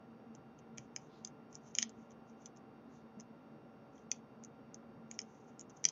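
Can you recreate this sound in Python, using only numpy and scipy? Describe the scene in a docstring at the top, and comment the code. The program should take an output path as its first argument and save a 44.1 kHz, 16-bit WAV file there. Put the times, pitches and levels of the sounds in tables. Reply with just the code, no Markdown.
"""A small room, at a wooden table, with a narrow-band desk microphone close to the hands.
A fan hums behind: air noise, droning resonances, a thin motor whine. Up close, a pick and a
tension tool work inside a small hand-held metal lock. Pins click in tight clusters, ringing the
damped metal and rattling the springs; between them the pick scrapes faintly and the fingers rub.
Now and then the hand bumps the table."""
import sys
import numpy as np
from scipy import signal
from scipy.fft import rfft, irfft
from scipy.io import wavfile

SR = 44100
rng = np.random.default_rng(int(sys.argv[2]) if len(sys.argv) > 2 else 0)


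def master(y):
    """Save y as 16-bit WAV."""
    cut = np.clip(np.atleast_2d(y).T, -1, 1)
    pcm = np.round(cut * 32767)  # scale
    wavfile.write(sys.argv[1], SR, pcm.astype(np.int16))


N = 260631
TIME = np.arange(N) / SR

# spectrum of the fan's air noise: f/Hz, relative level/dB
FAN_AIR = [(20, -33), (48, -28), (62, -12), (98, -12), (132, 1), (195, -3), (235, 2.5), (300, -3),
           (700, -9), (1150, -13.5), (1650, -21.5), (2500, -28), (3000, -32), (4300, -39), (6500, -42.5),
           (7200, -69)]
# room and table resonances stirred by the fan: f/Hz, nominal width/Hz, rms level/dB
FAN_DRONES = [(226.5, 4.5, -63.5), (268, 19, -71.5), (451.5, 18, -71)]
# whine of the fan motor: f/Hz, rms level/dB
FAN_WHINE = [(774.7, -73.5), (1380, -78), (2760, -87.5), (3680, -94), (4640, -93), (5520, -94.5)]
# faint tones that come and go in the hum: middle t/s, length/s, peak level/dB, f/Hz
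HUM_SWELLS = [(3.645, 0.8, -67.5, 568), (4.76, 0.62, -67, 552.5)]
# decay of the room: f/Hz, t60/s
ROOM_DECAY = [(200, 0.28), (2000, 0.13), (3200, 0.23), (6000, 0.095), (8000, 0.045)]
# the hand bumping the table: t/s, level/dB, f/Hz, t60/s
TABLE_BUMPS = [(0.789, -42, 130, 0.096), (1.539, -53.5, 146, 0.18), (1.786, -42, 231, 0.18),
               (1.826, -46, 233.7, 0.32), (1.856, -44, 219.7, 0.15), (3.17, -38, 214.5, 0.1),
               (4.972, -44.5, 169, 0.099), (5.855, -47, 161, 0.17)]
# fingers sliding over the metal: middle t/s, length/s, level/dB
FINGER_RUBS = [(1.155, 0.12, -74.5), (2.96, 0.19, -86)]
# main ring of the steel pick: f/pick pitch, width/Hz, relative level/dB
PICK_MODES = [(0.983, 520, 2.5), (1.032, 580, 0)]
# modes of the lock body and of its pin chambers: f/chamber pitch, width/Hz, relative level/dB
BODY_MODES = [(.22, 350, -19.5), (.46, 420, -14.5), (.63, 370, -2), (.72, 380, 1)]
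CHAMBER_MODES = [(.99, 270, 1.5), (1.04, 300, -6)]
# modes of the pick's tip and of the tension tool: f/Hz, width/Hz, relative level/dB
TIP_MODES = [(6900, 720, -4), (7550, 700, -7)]
TOOL_MODES = [(3520, 380, -11), (4580, 420, -1)]
# modes of the rattling springs and tension tool: f/Hz, width/Hz, relative level/dB
RATTLE_MODES = [(2198, 800, -5.5), (3150, 600, -9.5), (5000, 680, -10), (5630, 700, -2.5), (6550, 900, 1),
                (8950, 900, 1.5)]
# spots where the sliding tip catches: pick f/Hz, chamber f/Hz, shank f/Hz
CATCH_SPOTS = [(5900, 2950, 6500), (6200, 3100, 5550), (6450, 4000, 3600)]
# the pick sliding over pins: middle t/s, length/s, relative level/dB
PICK_STROKES = [(0.82, 0.079, -76), (1.024, 0.12, -74), (1.2, 0.08, -81), (1.549, 0.062, -69.5),
                (1.675, 0.08, -67.5), (1.775, 0.04, -56), (1.8, 0.037, -44.5), (2.007, 0.12, -80),
                (2.298, 0.059, -80), (2.423, 0.067, -75), (2.958, 0.091, -75.5), (3.981, 0.099, -76.5),
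                (4.159, 0.06, -71.5), (5.14, 0.067, -68), (5.333, 0.21, -76.5), (5.49, 0.088, -77),
                (5.777, 0.082, -75.5), (5.892, 0.029, -61)]
# pin clicks: t/s, pick ring level/dB, pick f/Hz, chamber f/Hz, shank f/Hz,
# then level/dB relative to the pick's ring for body, chamber, tension tool, shank, tip
PIN_CLICKS = [(0.3514, -65, 6400, 3260, 5230, -26, -16, -28, -15, -12),
              (0.5902, -73, 6150, 3180, 5530, -16, -10, -29, -24, -20),
              (0.7761, -66, 6700, 3220, 5600, -2, -5, -20, -5, -14),
              (0.7828, -51, 6160, 3130, 5770, -6.5, -10.5, -31, -4, -15),
              (0.9627, -51, 6300, 3050, 5170, -8, -9.5, -30, -5.5, -10),
              (0.9632, -49, 6400, 3070, 5150, -10, -12.5, -28, -5, -8),
              (1.2489, -51, 6410, 3300, 4980, -24, -14, -20, -5.5, -8),
              (1.25, -53.5, 6530, 3410, 5100, -29, -13, -20, -5, 2),
              (1.2746, -56.5, 6340, 3120, 5270, -32, -24, -33, -17, -15),
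              (1.529, -66, 6100, 3110, 5580, -21, -33, -35, -13, -26),
              (1.547, -71, 6320, 2810, 5430, -22, -17, -27, 2, -18),
              (1.5544, -53, 6120, 2870, 5450, -38, -33, -35, -20, -25),
              (1.677, -76, 6320, 3160, 5280, -19, -18, -24, -18, -19),
              (1.7521, -42.0, 6460, 3230, 5150, -18, -18.5, -32, -13, -10),
              (1.762, -67, 6140, 3130, 5140, -13, -19, -27.5, -10, 0),
              (1.7865, -34.5, 6580, 3090, 5280, -8.5, -3.5, -34, -5, -6),
              (1.8232, -46, 6330, 3310, 5500, -16, -11.5, -20, -5.5, -8),
              (1.828, -35.5, 6350, 3165, 5220, -10.5, -12.5, -23.5, -9, -5.5),
              (1.836, -61, 6400, 3124, 5310, -0.5, -13.5, -19, -4.5, -4),
              (1.895, -62, 6250, 3320, 5520, -26.5, -21, -30, -20, -14),
              (2.1082, -70, 6280, 3220, 5330, -20.5, -13, -30, -17, -15),
              (2.119, -75, 6250, 3170, 5550, -6, -13, -28, -10, -20),
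              (2.298, -77, 5920, 3160, 5080, -14, -16, -25.5, -23, -16),
              (2.421, -76.5, 6400, 3170, 5530, -18, -23, -29, -26, -19),
              (2.4595, -53, 6040, 3450, 5290, -23, -16, -25, -12.5, -8.5),
              (2.4657, -66, 6400, 3080, 5210, -22, -14.5, -22, -14, -2),
              (2.564, -77, 6460, 3200, 5600, -8, -18, -28, -6, -15),
              (2.572, -69, 6400, 2970, 5460, -24, -16, -29, -8, -18),
              (3.2002, -58.5, 6240, 2810, 5350, -13, -21.5, -34.5, -14, -18),
              (3.2077, -63, 6600, 3300, 5230, -17, -18, -36, -3, -16),
              (3.98, -81, 6050, 3190, 5230, -8, 3, -17, -16, -21),
              (4.1164, -35.0, 6100, 3420, 5240, -15.5, -23.5, -14, -21, -15.5),
              (4.4386, -58, 6280, 3120, 5470, -20, -30, -35, -27, -21),
              (4.449, -59.5, 6430, 3330, 5000, -21, -29, -34, -19.5, -1),
              (4.745, -54, 6360, 3300, 5570, -27, -30, -20, -10.5, -14),
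              (5.1138, -51.5, 6730, 3000, 4980, -9.5, -17, -31.5, -14.5, -13),
              (5.143, -69, 6120, 3120, 5300, -14, -21, -23, -21, -17),
              (5.191, -44.0, 6140, 3080, 5380, -8.5, -11.5, -33, 0, -19),
              (5.203, -59.5, 6650, 3340, 5390, -17, -25, -27, 0, -9),
              (5.2174, -55, 6430, 3180, 5360, -23, -20, -31, -19, -17),
              (5.5953, -55.5, 6570, 3300, 5640, -34, -31, -33.5, -7, -20),
              (5.607, -61.5, 6130, 3210, 5370, -28, -22, -27, -11, -9),
              (5.6118, -59.5, 6740, 3180, 5300, -33, -28, -32, -18, -0.5),
              (5.698, -69.5, 6460, 3190, 5420, -20, -23, -31, -13, -16.5),
              (5.7028, -69.5, 6210, 3250, 5630, -18, -12, -31, -22, -19),
              (5.7686, -74, 6230, 3130, 5030, -20, -30, -28, -25, -14),
              (5.7726, -67, 6400, 3080, 5060, -23, -30, -29, -26, -18),
              (5.8428, -39.5, 6140, 3120, 5130, -15.5, -23, -34, -16, -8),
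              (5.853, -26.5, 6110, 3230, 5150, -17, -16, -37, -14, -10.5),
              (5.8884, -41, 6130, 3260, 5370, -25, -20, -34, -7, -12)]

USUAL_CLICK_DB = -50  # chatter, skid and rattle scale from a click of this level


def amp(db):
    """Decibels to gain."""
    return 10 ** (np.asarray(db) / 20)


def unit_rms(x):
    """Scales to rms 1."""
    return x / np.sqrt(np.mean(x ** 2) + 1e-20)


def curve(points, hz):
    """Joins (Hz, value) points on a log-frequency axis."""
    f, value = np.transpose(points)
    return np.interp(np.log(hz + 1), np.log(f), value)


def add(mix, s, sound):
    """Mixes a sound in at time s."""
    part = mix[max(round(s * SR), 0):][:len(sound)]
    part += sound[:len(part)]


def swell(t, length):
    """A bell-shaped rise and fall around t = 0."""
    return np.exp(-(2 * t / length) ** 2)


def wander(hz):
    """Slow random motion below hz, of rms 1."""
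    slow = np.fft.rfftfreq(N, 1 / SR) < hz
    return unit_rms(irfft(rfft(rng.standard_normal(N)) * slow, N))


def grains(per_s, spread_db):
    """A random train of tiny contacts of uneven strength."""
    size = amp(spread_db * np.minimum(rng.exponential(1, N), 3))
    return rng.choice([-1, 1], N) * size * (rng.random(N) < per_s / SR)


def resonate(x, hz, width):
    """One decaying mode of gain 1."""
    r = np.exp(-np.pi * width / SR)
    c = r * np.cos(2 * np.pi * hz / SR)
    return 2 * (1 - r) * signal.lfilter([1, -c], [1, -2 * c, r * r], x)


def ring(x, modes, scale=1):
    """Sounds a set of modes at rms 1; each filters twice, leaving deep valleys between them."""
    return unit_rms(sum(amp(db) * unit_rms(resonate(resonate(x, f * scale, width), f * scale, width))
                        for f, width, db in modes))


def fan(air_db=-59.5, waver=.0012, flutter=0.2):
    """The bed of room tone: steady fan air, droning resonances and a wavering motor whine."""
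    air_spectrum = amp(curve(FAN_AIR, np.fft.rfftfreq(N, 1 / SR)))
    air = unit_rms(irfft(rfft(rng.standard_normal(N)) * air_spectrum, N))
    drone = sum(amp(db) * ring(rng.standard_normal(N), [(hz, 2 * width, 0)])
                for hz, width, db in FAN_DRONES)
    motor_time = np.cumsum(1 + waver * wander(hz=6.6)) / SR
    whine = sum(amp(db) * unit_rms((1 + flutter * wander(hz=13)) * np.sin(2 * np.pi * hz * motor_time))
                for hz, db in FAN_WHINE)
    return amp(air_db) * air + drone + whine


def hum_swells():
    """Back in the hum, a faint tone swells and fades, twice."""
    return sum(amp(db) * np.sin(2 * np.pi * hz * TIME) * swell(TIME - s, length)
               for s, length, db, hz in HUM_SWELLS)


def room(x, tail_db=-20, near_db=-18, near_t60=0.044, near_per_s=2500, onset_s=.003):
    """Close perspective: direct sound, quick scatter off table and hand, then a short room tail."""
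    t = np.arange(SR // 2) / SR
    tail, near = rng.standard_normal((2, len(t)))
    hz, frame_s, spectrum = signal.stft(tail, SR, nperseg=256)
    decay = amp(-60 * frame_s / curve(ROOM_DECAY, hz)[:, None])
    tail = signal.istft(spectrum * decay, SR)[1][:len(t)]
    near = near * (rng.random(len(t)) < near_per_s / SR) * amp(-60 * t / near_t60)
    onset = 1 - np.exp(-(t / onset_s) ** 4)
    tail, near = tail * onset, near * onset
    echo = amp(tail_db) * tail / np.linalg.norm(tail) + amp(near_db) * near / np.linalg.norm(near)
    return x + signal.fftconvolve(x, echo)[:N]


def table_bumps(rise_s=0.0086):
    """The soft hand sets the table top ringing, low and brief."""
    out, t = np.zeros(N), np.arange(SR // 2) / SR
    for s, db, hz, t60 in TABLE_BUMPS:
        envelope = amp(db - 60 * t / t60) * (1 - np.exp(-t / rise_s))
        add(out, s, envelope * np.sin(2 * np.pi * hz * t))
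    return out


def finger_rubs(hz=3900, width_hz=2200):
    """A fingertip slides over the metal with a soft hiss."""
    hiss = ring(rng.standard_normal(N), [(hz, width_hz, 0)])
    return hiss * sum(amp(db) * swell(TIME - s, length) for s, length, db in FINGER_RUBS)


def metal(x, pick_hz, chamber_hz, shank_hz, body_db, chamber_db, tool_db, shank_db, tip_db):
    """Pick, tension tool and lock ring together; the contact spot sets their pitch and balance."""
    shank_modes = [(shank_hz, 320, 0)]  # the fingers damp the shank into one broad resonance
    parts = [(BODY_MODES, chamber_hz, body_db), (CHAMBER_MODES, chamber_hz, chamber_db),
             (TOOL_MODES, 1, tool_db), (shank_modes, 1, shank_db), (TIP_MODES, 1, tip_db)]
    pick = ring(x, PICK_MODES, pick_hz)
    return pick + sum(amp(db) * ring(x, modes, scale) for modes, scale, db in parts)


def pick_scrapes(trim_db=-2, uneven_db=2.0, skid_lag_s=.002, skid_s=0.018, skid_db=-65, growth=0.3566):
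    """Tiny slips of the tip ring the metal on each stroke, and as it skids over a clicking pin."""
    balance = dict(body_db=-13.5, chamber_db=-13.5, tool_db=-27, shank_db=-12.5, tip_db=-11.5)
    slips = sum(metal(grains(per_s=900, spread_db=2), *spot, **balance) for spot in CATCH_SPOTS)
    skids = [(s + skid_lag_s, skid_s, skid_db + growth * (db - USUAL_CLICK_DB))
             for s, db, *_ in PIN_CLICKS]
    power = np.zeros(N)
    for s, length, db in PICK_STROKES + skids:
        t = np.arange(-length, length, 1 / SR)
        add(power, s - length, (amp(db + trim_db) * swell(t, length)) ** 2)
    grip = amp(uneven_db * wander(hz=39.0))
    return np.sqrt(power) * unit_rms(grip * slips)


def spring_rattle(usual_db=-72, growth=.8, t60=.09, rise_s=.001):
    """Each click shakes springs and tension tool into a short rattle that grows less than the click."""
    envelope, t = np.zeros(N), np.arange(SR // 4) / SR
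    for s, db, *_ in PIN_CLICKS:
        start_db = usual_db + growth * (db - USUAL_CLICK_DB)
        add(envelope, s, amp(start_db - 60 * t / t60) * (1 - np.exp(-t / rise_s)))
    rattle = sum(amp(db) * ring(grains(per_s=6100, spread_db=0.5), [(hz, width, 0)])
                 for hz, width, db in RATTLE_MODES)
    return envelope * unit_rms(rattle)


def pin_clicks(usual_chatter_s=0.00018, shortening=0.02, grit=.6, lead_s=.001, samples=700):
    """In the foreground, each pin chatters for about a millisecond; the hand soon damps the ring."""
    out, t = np.zeros(N), np.arange(samples) / SR
    for s, db, *colour in PIN_CLICKS:
        chatter_s = usual_chatter_s * amp(-shortening * (db - USUAL_CLICK_DB))
        age = t / chatter_s
        contacts = rng.standard_normal(samples) * np.exp(grit * rng.standard_normal(samples))
        chatter = contacts * age ** 2 * np.exp(-age)
        add(out, s - lead_s, amp(db) * metal(chatter, *colour))  # contact comes before the ring peaks
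    return out


def scene():
    """The lock close up in its room, over the table bumps and the fan, in mono."""
    lock = pin_clicks() + spring_rattle() + pick_scrapes() + finger_rubs()
    return (room(lock) + table_bumps() + fan() + hum_swells())[None]


def record(dry, mic_edge_hz=7457, leak_db=-28, leak_hz=10000, hiss_db=-93.0, limit_hz=15700):
    """The desk microphone passes little above its edge; faint converter hiss and a band limit follow."""
    mic_filter = signal.firwin(141, mic_edge_hz, fs=SR)
    narrow = signal.oaconvolve(dry, mic_filter[None], "same")
    leak = signal.lfilter(*signal.butter(2, leak_hz, fs=SR), dry - narrow)
    hiss = amp(hiss_db) * rng.standard_normal(dry.shape)
    band_limit = signal.firwin(255, limit_hz, window=("kaiser", 8), fs=SR)
    return signal.oaconvolve(narrow + amp(leak_db) * leak + hiss, band_limit[None], "same")


dry = scene()
out = record(dry)
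master(out)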